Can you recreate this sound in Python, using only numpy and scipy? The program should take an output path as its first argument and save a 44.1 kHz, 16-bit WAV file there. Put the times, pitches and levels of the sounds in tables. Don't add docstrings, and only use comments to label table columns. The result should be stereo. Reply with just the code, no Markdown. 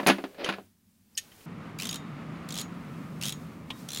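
import sys
import numpy as np
from scipy.fft import rfft, irfft, next_fast_len
from scipy.io import wavfile
from scipy.ndimage import map_coordinates

SR = 44100
rng = np.random.default_rng(int(sys.argv[2]) if len(sys.argv) > 2 else 0)


def generate_wav(sig):
    pcm = np.round(np.clip(np.atleast_2d(sig).T, -1, 1) * 32767).astype(np.int16)
    wavfile.write(sys.argv[1], SR, pcm)


N = 176400
T = np.arange(SR // 3) / SR


def amp(db):
    return 10 ** (np.asarray(db) / 20)


def unit(x):
    return x / np.sqrt(np.mean(x ** 2) + 1e-20)


def along(points, hz):
    f, value = np.transpose(points)
    return np.interp(np.log(hz + 1), np.log(f + 1), value)


def curve(rows):
    return np.interp(np.arange(N) / SR, *np.transpose(rows))


def wobble(rate):
    values = rng.standard_normal(int(N * rate / SR) + 4)
    return map_coordinates(values, [np.arange(N) * rate / SR])


def filtered(x, response):
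    size = next_fast_len(N + SR // 2)
    hz = np.fft.rfftfreq(size, 1 / SR)
    return irfft(rfft(x, size) * response(hz), size)[..., :N]


def add(out, s, sound):
    start = max(0, round(s * SR))
    out[:, start:start + sound.shape[1]] += sound[:, :max(0, N - start)]


def octaves(hz):
    return np.log2(np.maximum(hz, 400) / 1000)


def noise(colour, likeness, pan, tilt=0, size=len(T)):
    hz = np.fft.rfftfreq(size, 1 / SR)
    width = np.arccos(np.clip(along(likeness, hz), -1, 1)) / 2
    spectrum = rfft(rng.standard_normal((2, size))) * amp(along(colour, hz) + tilt * octaves(hz))
    mid, side = spectrum * [np.cos(width), np.sin(width)]
    lean = amp(along(pan, hz) / 2)
    return unit(irfft([(mid + side) * lean, (mid - side) / lean], size))


def fade(t60, attack):
    return np.exp(-np.log(1000) * T / t60) * (1 - np.exp(-T / attack))


def ring(tones, pan, tilt=0):
    hz, db, t60 = np.transpose(tones)
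    level, phase, spread = rng.standard_normal((3, len(hz)))
    gain = amp(db + tilt * octaves(hz) + 2 * level)
    side = np.array([[.5], [-.5]])
    out = np.zeros((2, len(T)))
    for f, strength, life, start, gap in zip(hz, gain / np.linalg.norm(gain), t60, phase, spread):
        angle = 2 * np.pi * f * T + np.pi * start + side * gap * min(f / 900, 1.4)
        out += strength * amp(side * along(pan, f)) * np.sin(angle) * fade(life, .0003)
    return out


# t/s, level/dB, brightness/(dB per octave), extra bass/dB
KNOCKS = [(0.0, -26, -5, -14), (.031, -29.5, -3.5, -3.5), (.064, -15.5, 2.5, 2.5), (.072, -14.5, 3, 4),
          (.0818, -15.5, 2, -1), (0.0886, -13.5, -1, 3), (0.0991, -12.5, 2.6, -2), (.184, -27, -2, 7),
          (0.2395, -28, -1.5, 1), (.345, -49, 1, 0.5), (.383, -40.5, -3.5, -0.5), (0.461, -28.5, 4.5, -8),
          (.476, -32.5, 7.5, -15), (.489, -21.5, 1.5, -3), (0.4973, -26, 1, -2.5), (0.525, -32, 1.5, -9.5),
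          (0.5373, -35, 1.5, -9), (0.5846, -36, -6, -3.5)]
# f/Hz, level/dB
CLACK_COLOUR = [(60, -25), (130, -19.5), (195, -0.5), (320, 1.5), (900, -4), (2600, -7), (4800, -16.5),
                (5600, -27.5), (6900, -27.5), (7600, -39.5), (10500, -29.5), (12300, -45.5), (15000, -41)]
# f/Hz, level/dB
PANEL_TONES = [(196, 3), (274, 0), (338, -2), (395, 0.5), (590, -4.5), (744, -2.5), (1038, -8.5),
               (1180, -6), (1343, -7), (1470, -3), (1705, -1), (2458, -3)]
# f/Hz, likeness (1 = the same)
CASE_LIKENESS = [(250, 0.99), (600, 0.97), (1300, 0.17), (4000, .05)]
# f/Hz, left over right/dB
CASE_PAN = [(700, -0.5), (1300, 2.5), (2400, 4), (4400, 0.5), (8000, 1), (15000, 9)]


def case_knocks():
    bass_hz, bright_top_hz = 550, 2800
    low_hz = 142
    out = np.zeros((2, N))
    crack = amp(3) * fade(.0074, .0002)
    body = fade(.079, .00072)
    answer = amp(-20.5) * fade(.3, .01)
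    for s, db, tilt, bass_db in KNOCKS:
        bass = lambda hz: bass_db / (1 + (hz / bass_hz) ** 4)
        panels = [(hz, level + bass(hz), .12 * (1000 / hz) ** .34) for hz, level in PANEL_TONES]
        colour = [(hz, level + bass(hz) + tilt * octaves(min(hz, bright_top_hz)))
                  for hz, level in CLACK_COLOUR]
        clack = amp(-1.5) * noise(colour, CASE_LIKENESS, CASE_PAN) * (body + crack + answer)
        add(out, s, amp(db) * (clack + amp(-3) * ring(panels, CASE_PAN, tilt)))
    return filtered(out, lambda hz: (hz / low_hz) ** 2 / np.sqrt(1 + (hz / low_hz) ** 4))


# f/Hz, level/dB
AIR_COLOUR = [(30, -33), (98, 0.5), (125, -17.5), (195, 0), (500, -31), (15500, -27)]
# t/s, level/dB
HISS_LEVEL = [(0, -50.5), (.5, -63.5), (.75, -77), (1.05, -75.5), (1.25, -56.5), (1.45, -53)]
# f/Hz, level/dB
HISS_COLOUR = [(300, -2.5), (15500, -15.5)]
# f/Hz, likeness (1 = the same)
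AIR_LIKENESS = [(60, 0.94), (250, 1), (600, 0.37), (1500, 0.2), (4000, 0.15)]
# f/Hz, left over right/dB
OPEN_PAN = [(700, 1.5), (2400, 0.5), (4400, -2.5), (8000, -3.5), (15000, 6)]


def yard_air():
    air = amp(-64 + 1.5 * wobble(6.7)) * noise(AIR_COLOUR, AIR_LIKENESS, OPEN_PAN, size=N)
    hiss = amp(curve(HISS_LEVEL)) * noise(HISS_COLOUR, AIR_LIKENESS, CASE_PAN, size=N)
    return air + hiss


def ping(hz):
    width = .045
    band = [(hz * (1 + step * width), db) for step, db in [(-4, -40), (-1, 0), (1, 0), (4, -40)]]
    return noise(band, AIR_LIKENESS, OPEN_PAN) * fade(.025, .0004)


# t/s, level/dB, brightness/(dB per octave), clash length/s, piece, ring over clash/dB
CLINKS = [(.07, -13.5, 8.5, 0.028, "bar", -19), (0.082, -24, 3.5, .079, "bar", -8),
          (.444, -23.5, -8.5, 0.042, "bar", 0), (1.1717, -36, -1, 0.044, "socket", -9),
          (1.176, -21.5, -1, 0.026, "socket", 1), (1.183, -27, -2.5, 0.04, "socket", 3.5),
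          (1.318, -52, -10.5, 0.063, "bar", 0), (1.407, -49.5, -13, 0.05, "bar", -5)]
# f/Hz, level/dB
CLASH_COLOUR = [(1000, -37), (1900, -9.5), (3000, -3), (4800, -4), (6500, 0.5), (7400, -11.5),
                (11000, -7.5), (12500, -19.5), (15000, -20.5)]
STEEL_TONES = {"socket": [(1826, -13, 0.056), (3044, -2, 0.059), (3750, -8.5, 0.052), (6660, 2, 0.054),
               (8193, 6.5, 0.055), (11780, -4.5, 0.065)], "bar": [(3080, 3, .05), (5600, -7, .03),
               (6379, -3, 0.049), (8700, -8, 0.066), (10530, -8.5, 0.16)]}


def steel_clinks():
    out = np.zeros((2, N))
    for s, db, tilt, t60, piece, ring_db in CLINKS:
        shape = fade(t60, .00043) + amp(-21.5) * fade(.23, .005)
        clash = noise(CLASH_COLOUR, CASE_LIKENESS, CASE_PAN, tilt) * shape
        ringing = amp(ring_db) * ring(STEEL_TONES[piece], CASE_PAN, tilt)
        add(out, s, amp(db) * (clash + ringing))
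    add(out, 1.152, amp(-42) * ping(hz=5000))
    return out


# t/s, level/dB
SCRAPE_LEVEL = [(.33, -58), (.375, -51.5), (.405, -34.5), (.48, -35), (.512, -51), (.6, -57.5), (.63, -77)]
# f/Hz, level/dB
SCRAPE_COLOUR = [(100, -36.5), (300, -5.5), (545, -1.5), (880, -17), (2400, -16.5), (4780, -24),
                 (7500, -49.5)]


def handle_scrape():
    slips = unit(amp(1.4 * wobble(260)))
    dragging = np.arange(N) / SR < SCRAPE_LEVEL[-1][0]
    rubbing = noise(SCRAPE_COLOUR, CASE_LIKENESS, CASE_PAN, size=N)
    return amp(curve(SCRAPE_LEVEL)) * slips * dragging * rubbing


# f/Hz, level/dB
TRAFFIC_COLOUR = [(25, -33), (54, -19), (110, -7.5), (225, -1.5), (380, -13.5), (850, -18), (1240, -13),
                  (1550, -21), (2230, -23.5), (5400, -40.5), (15500, -54.5)]
# t/s, relative level/dB
RUMBLE_LEVEL = [(1.48, -42.5), (3.2, -42), (4, -45)]
# t/s, level/dB
RUSH_LEVEL = [(1.46, -48.5), (1.9, -45.5), (2.55, -45), (3.5, -50.5)]
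# t/s, level/dB
DRONE_LEVEL = [(1.46, -43.5), (2.3, -42), (3.25, -42), (4, -55.5)]
# t/s, level/dB
FIZZ_LEVEL = [(2.3, -74), (2.9, -62.5), (3.4, -59), (3.65, -65.5), (3.8, -52), (4, -66.5)]


def distant_traffic():
    drone_hz, lag_s = 164, .00043
    traffic = noise(TRAFFIC_COLOUR, AIR_LIKENESS, pan=[(200, -.83), (2000, -.19)], size=N)
    low = filtered(traffic, lambda hz: 1 / (1 + (hz / 450) ** 4))
    fizz = noise([(2000, -6), (4000, 1), (15000, -4.5)], AIR_LIKENESS, OPEN_PAN, size=N)
    drone_gain = amp(curve(DRONE_LEVEL) + 1.9 * wobble(16))
    pitch_hz = drone_hz * (1 + .0701 * wobble(30))
    drone = drone_gain * np.sin(2 * np.pi * np.cumsum(pitch_hz) / SR)
    rumble = amp(curve(RUMBLE_LEVEL) - 1) * unit(low)
    rush = amp(curve(RUSH_LEVEL) + .66 * wobble(15)) * unit(traffic - low)
    ear_delay = lambda hz: np.exp(1j * np.pi * lag_s * np.array([hz, -hz]))
    return filtered(rumble + drone + rush, ear_delay) + amp(curve(FIZZ_LEVEL)) * fizz


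# t/s, level/dB
CLICKS = [(1.788, -32), (1.7993, -29), (1.8102, -33), (1.8211, -28), (1.832, -31), (1.8429, -33.5),
          (1.8543, -27), (1.87, -29.5), (1.8907, -28), (1.911, -29.5), (1.9279, -29), (1.943, -29.5),
          (1.9577, -31), (2.489, -34.5), (2.5061, -32.5), (2.5238, -32.5), (2.5416, -32), (2.555, -32),
          (2.5664, -31.5), (2.5758, -29.5), (2.5862, -27), (2.5954, -31), (2.6051, -32), (2.613, -29),
          (3.2134, -31.5), (3.2245, -28.5), (3.235, -25.5), (3.2448, -30), (3.2545, -26), (3.2631, -26.5),
          (3.2739, -29), (3.283, -26.5), (3.2933, -27), (3.3031, -32.5), (3.3236, -31), (3.888, -31.5),
          (3.9042, -35), (3.918, -33), (3.9324, -29.5), (3.9472, -29), (3.9602, -30.5), (3.9725, -28),
          (3.9847, -33.5), (3.998, -26)]
# f/Hz, level/dB
TIP_COLOUR = [(1500, -16.5), (3000, -4), (5000, -2), (8000, -3.5), (11200, -5.5), (12500, -12.5),
              (15500, -9.5)]
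# base f/Hz, level/dB
HEAD_COLOUR = [(600, -14), (2100, -7.5), (3100, -3.5), (3800, 0), (4400, -12), (5200, -6), (7500, -11),
               (15000, -23.5)]
# base f/Hz, level/dB, ring time/s
HEAD_TONES = [(3120, -4, 0.041), (3333, -0.5, 0.032), (3784, -2, 0.036), (6560, -6.5, 0.05)]
# t/s, pitch multiplier
GRIP_PITCH = [(1.79, .74), (1.86, 1.0), (2.62, 1.07), (3.22, 0.78), (3.26, 1.0), (4, 1.07)]


def pawl_clicks():
    out = np.zeros((2, N))
    for s, db in CLICKS:
        grip = np.interp(s, *np.transpose(GRIP_PITCH))
        pitch = grip * np.exp(.04 * rng.normal())
        head = [(hz * pitch, level) for hz, level in HEAD_COLOUR]
        tones = [(hz * pitch, level, t60) for hz, level, t60 in HEAD_TONES]
        slide = amp(-6) * noise(TIP_COLOUR, AIR_LIKENESS, OPEN_PAN) * fade(.019, .0009)
        brightness = rng.normal(0, 1.2)
        snap = amp(3.5) * noise(TIP_COLOUR, AIR_LIKENESS, OPEN_PAN, brightness) * fade(.016, .00041)
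        landing = amp(-.5) * noise(head, AIR_LIKENESS, OPEN_PAN) * fade(.014, .0004)
        tail = amp(-12.5) * noise(head, AIR_LIKENESS, OPEN_PAN, tilt=1.5) * fade(.13, .002)
        ringing = amp(-1) * ring(tones, OPEN_PAN)
        add(out, s - .0022, amp(db) * slide)
        add(out, s - .0003, amp(db) * snap)
        add(out, s + .0009, amp(db) * (landing + tail + ringing))
    return out


# t/s, f/Hz, level/dB
CATCHES = [(1.7993, 4140, -30), (1.8915, 4850, -27), (3.888, 6050, -29.5), (3.9042, 6040, -33.5),
           (3.9472, 4174, -27.5), (3.998, 4450, -31.5)]


def tooth_catches():
    out = np.zeros((2, N))
    for s, hz, db in CATCHES:
        add(out, s, amp(db) * ping(hz))
    return out


# t/s, level/dB
SOCKET_RINGS = [(1.893, -34), (1.958, -38.5), (2.587, -36), (2.613, -42), (3.255, -48), (3.324, -42)]
# f/Hz, level/dB, ring time/s
SOCKET_TONES = [(3690, -11, 0.36), (6670, -1, 0.16), (6820, -2.5, 0.14)]


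def loose_socket():
    out = np.zeros((2, N))
    for s, db in SOCKET_RINGS:
        add(out, s, amp(db) * ring(SOCKET_TONES, OPEN_PAN))
    return out


# f/Hz, level/dB
SLACK_COLOUR = [(400, -12.5), (860, -2), (1400, -13), (1850, -8), (3300, 3), (3900, -6), (4600, -16),
                (15000, -33.5)]
# f/Hz, level/dB, ring time/s
BOLT_TONES = [(637, -8, 0.18), (1040, -6, 0.24), (1896, -4, 0.14), (3760, -8, 0.3)]


def slack_knock():
    out = np.zeros((2, N))
    knock = noise(SLACK_COLOUR, AIR_LIKENESS, OPEN_PAN) * fade(.049, .00061)
    ringing = amp(-17) * ring(BOLT_TONES, OPEN_PAN)
    add(out, 3.7035, amp(-25.5) * (knock + ringing))
    return out


def scene():
    change_s, blend_s = 1.458, .005
    later = np.clip((np.arange(N) / SR - change_s) / blend_s, 0, 1)
    at_case = case_knocks() + yard_air() + steel_clinks() + handle_scrape()
    traffic = distant_traffic()
    wrench = pawl_clicks() + tooth_catches() + loose_socket() + slack_knock()
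    return (1 - later) * at_case + later * traffic + wrench


def record(dry):
    return filtered(dry, lambda hz: hz < 15800)


dry = scene()
out = record(dry)
generate_wav(out)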